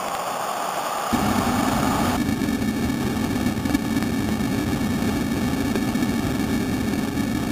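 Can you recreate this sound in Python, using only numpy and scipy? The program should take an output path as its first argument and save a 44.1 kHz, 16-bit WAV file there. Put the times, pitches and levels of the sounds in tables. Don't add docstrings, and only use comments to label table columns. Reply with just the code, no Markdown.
import sys
import numpy as np
from scipy import signal
from scipy.fft import rfft, irfft
from scipy.io import wavfile
from scipy.ndimage import uniform_filter1d

SR = 44100
rng = np.random.default_rng(int(sys.argv[2]) if len(sys.argv) > 2 else 0)


def master_out(mix):
    frames = np.transpose(np.atleast_2d(mix))
    ceiling = np.clip(frames, -1, 1)
    pcm = np.round(ceiling * 32767).astype(np.int16)
    wavfile.write(sys.argv[1], SR, pcm)


N = 331191
TIME = np.arange(N) / SR
RUMBLE_START_S, ROAR_END_S = 1.128, 2.165


def from_db(db):
    return 10 ** (np.asarray(db) / 20)


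def unit_rms(x):
    return x / np.sqrt(np.mean(x ** 2) + 1e-20)


def envelope(rows):
    return from_db(np.interp(TIME, *np.transpose(rows)))


def colour(x, spectrum):
    hz, db = np.transpose(spectrum)
    bin_hz = np.maximum(np.arange(N // 2 + 1) * SR / N, 1e-3)
    gain = from_db(np.interp(np.log(bin_hz), np.log(hz), db, right=-90))
    bass_rolloff = np.minimum(bin_hz / hz[0], 1)
    return irfft(rfft(x) * gain * bass_rolloff, N)


def drift(corner_hz):
    hop, settling = 40, 2000
    pole = np.exp(-2 * np.pi * corner_hz * hop / SR)
    noise = rng.standard_normal(N // hop + settling + 2)
    slow = signal.lfilter([1], [1, -2 * pole, pole * pole], noise)[settling:]
    return np.interp(np.arange(N) / hop, np.arange(len(slow)), unit_rms(slow))


def crashing_water(spectrum, impacts_per_s, churn_db, churn_hz, steady_s, size_spread_db=2.0):
    hits = rng.random(N) < impacts_per_s / SR
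    signs = rng.choice([-1, 1], N)
    sizes = from_db(size_spread_db * np.clip(rng.standard_normal(N), -2, 2))
    churn = from_db(churn_db * drift(churn_hz))
    water = colour(hits * signs * sizes * churn, spectrum)
    window = int(steady_s * SR)
    power = uniform_filter1d(uniform_filter1d(water ** 2, window), window)
    return water / np.sqrt(power + 1e-12)


def sample_and_hold(x, slowdown=1, natural_rate_hz=8000):
    natural_sample = np.arange(N) // slowdown
    step = np.floor(natural_sample * natural_rate_hz / SR)
    return np.interp(step * slowdown * SR / natural_rate_hz, np.arange(N), x)


# (frequency [Hz], relative density [dB])
ROAR_SPECTRUM = [(40, -32), (109, -20), (190, -10.0), (326, -13.5), (474, -10.5), (695, -0.5), (845, -0.2),
                 (966, -9), (1177, -1), (1464, -10.5), (2008, -20), (2925, -16), (3661, -18.5),
                 (4000, -30.5)]
# (time [s], frequency ratio [1])
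ROAR_FREQUENCY_RATIO = [(0, 0.93), (.3, 0.97), (2.16, 1.04)]
# (time [s], level [dB])
ROAR_LEVEL = [(0, -26.7), (.8, -25.5), (2.16, -25.5)]


def roar():
    water = crashing_water(ROAR_SPECTRUM, impacts_per_s=20000, churn_db=1.0, churn_hz=38, steady_s=0.073)
    position = np.cumsum(np.interp(TIME, *np.transpose(ROAR_FREQUENCY_RATIO)))
    gliding = np.interp(position, np.arange(N), water)
    return sample_and_hold(gliding * envelope(ROAR_LEVEL)) * (TIME < ROAR_END_S)


# (frequency [Hz], relative density [dB])
HISS_SPECTRUM = [(200, -14), (1500, 3), (5000, -5), (16000, -16)]
# (frequency [Hz], relative density [dB])
FLOOR_SPECTRUM = [(2000, 0), (5000, -1), (16000, -9)]


def hiss(under_roar_db=-49.5, floor_db=-53):
    under_roar = from_db(under_roar_db) * unit_rms(colour(rng.standard_normal(N), HISS_SPECTRUM))
    floor = from_db(floor_db) * unit_rms(colour(rng.standard_normal(N), FLOOR_SPECTRUM))
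    return under_roar * (TIME < ROAR_END_S) + floor


# (time [s], peak level [dB], width [s])
TICK_PULSES = [(0.0847, -14.5, 0.0002), (.151, -12, .00016), (.985, -18, 0.00017), (3.3597, -16, 0.00073),
               (3.6962, -13, 0.00094), (4.0256, -10, 0.00029), (4.289, -14, 0.00086),
               (5.755, -14.5, 0.00058)]


def ticks():
    return sum(from_db(db) * ((TIME >= s) & (TIME < s + width)) for s, db, width in TICK_PULSES)


def swells(rows, half_width_s):
    return sum(db * np.exp(-((TIME - s) / half_width_s) ** 2) for s, db in rows)


# (frequency [Hz], relative density [dB])
RUMBLE_SPECTRUM = [(20, -25), (83, -6.5), (135, -6.5), (160, -11.5), (211, 0.5), (285, -0.64), (336, -12.5),
                   (402, -9.5), (463, -23), (520, -16), (609, -20.5), (730, -16), (886, -16), (1000, -29.5)]
# (time [s], level [dB])
RUMBLE_LEVEL = [(1.13, -23), (1.8, -22.3), (2.6, -22.5), (3.3, -23), (3.6, -23), (4.1, -23), (4.7, -22.5),
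                (6.2, -22.6), (7.51, -23.5)]
# (time [s], rise [dB])
RUMBLE_SURGES = [(1.3, 2.5), (1.4, 1), (2.293, 1), (2.45, 1.5), (3.746, 3), (3.978, 3), (5.084, 3),
                 (5.49, 1.5), (6.045, 0.5), (6.555, 2.5), (7.22, 2)]
# (time [s], drop [dB])
RUMBLE_LULLS = [(2.36, 2.5), (2.74, 2), (2.96, 2.5), (3.55, 3.5), (3.62, 2.5), (3.8, 5), (5.27, 2.5),
                (7.12, 3)]


def rumble():
    water = crashing_water(RUMBLE_SPECTRUM, impacts_per_s=12000, churn_db=0.5, churn_hz=14,
                           steady_s=0.11)
    swell_db = swells(RUMBLE_SURGES, half_width_s=0.018) - swells(RUMBLE_LULLS, half_width_s=0.023)
    surging = water * envelope(RUMBLE_LEVEL) * from_db(swell_db)
    return sample_and_hold(surging + gulps(), slowdown=4) * (TIME > RUMBLE_START_S)


# (time [s], peak level [dB], frequency [Hz])
GULP_TONES = [(1.133, -15.5, 235), (2.276, -19, 260), (2.828, -16, 234), (3.456, -14, 221),
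              (3.737, -14, 296), (5.751, -19, 369), (6.021, -12, 262)]


def gulps(t60_s=0.049, rise_s=0.0089):
    out = np.zeros(N)
    t = np.arange(SR // 8) / SR
    ring = from_db(-60 * t / t60_s) * (1 - np.exp(-t / rise_s)) ** 2
    ring /= ring.max()
    for s, db, hz in GULP_TONES:
        start = int(s * SR)
        out[start:start + len(t)] += from_db(db) * ring * np.sin(2 * np.pi * hz * t)
    return out


def scene():
    return (roar() + rumble() + ticks() + hiss())[None]


def record(dry):
    cutoff_hz = 15400
    lowpass = signal.ellip(12, .1, 90, cutoff_hz, fs=SR, output="sos")
    return signal.sosfilt(lowpass, dry)


dry = scene()
out = record(dry)
master_out(out)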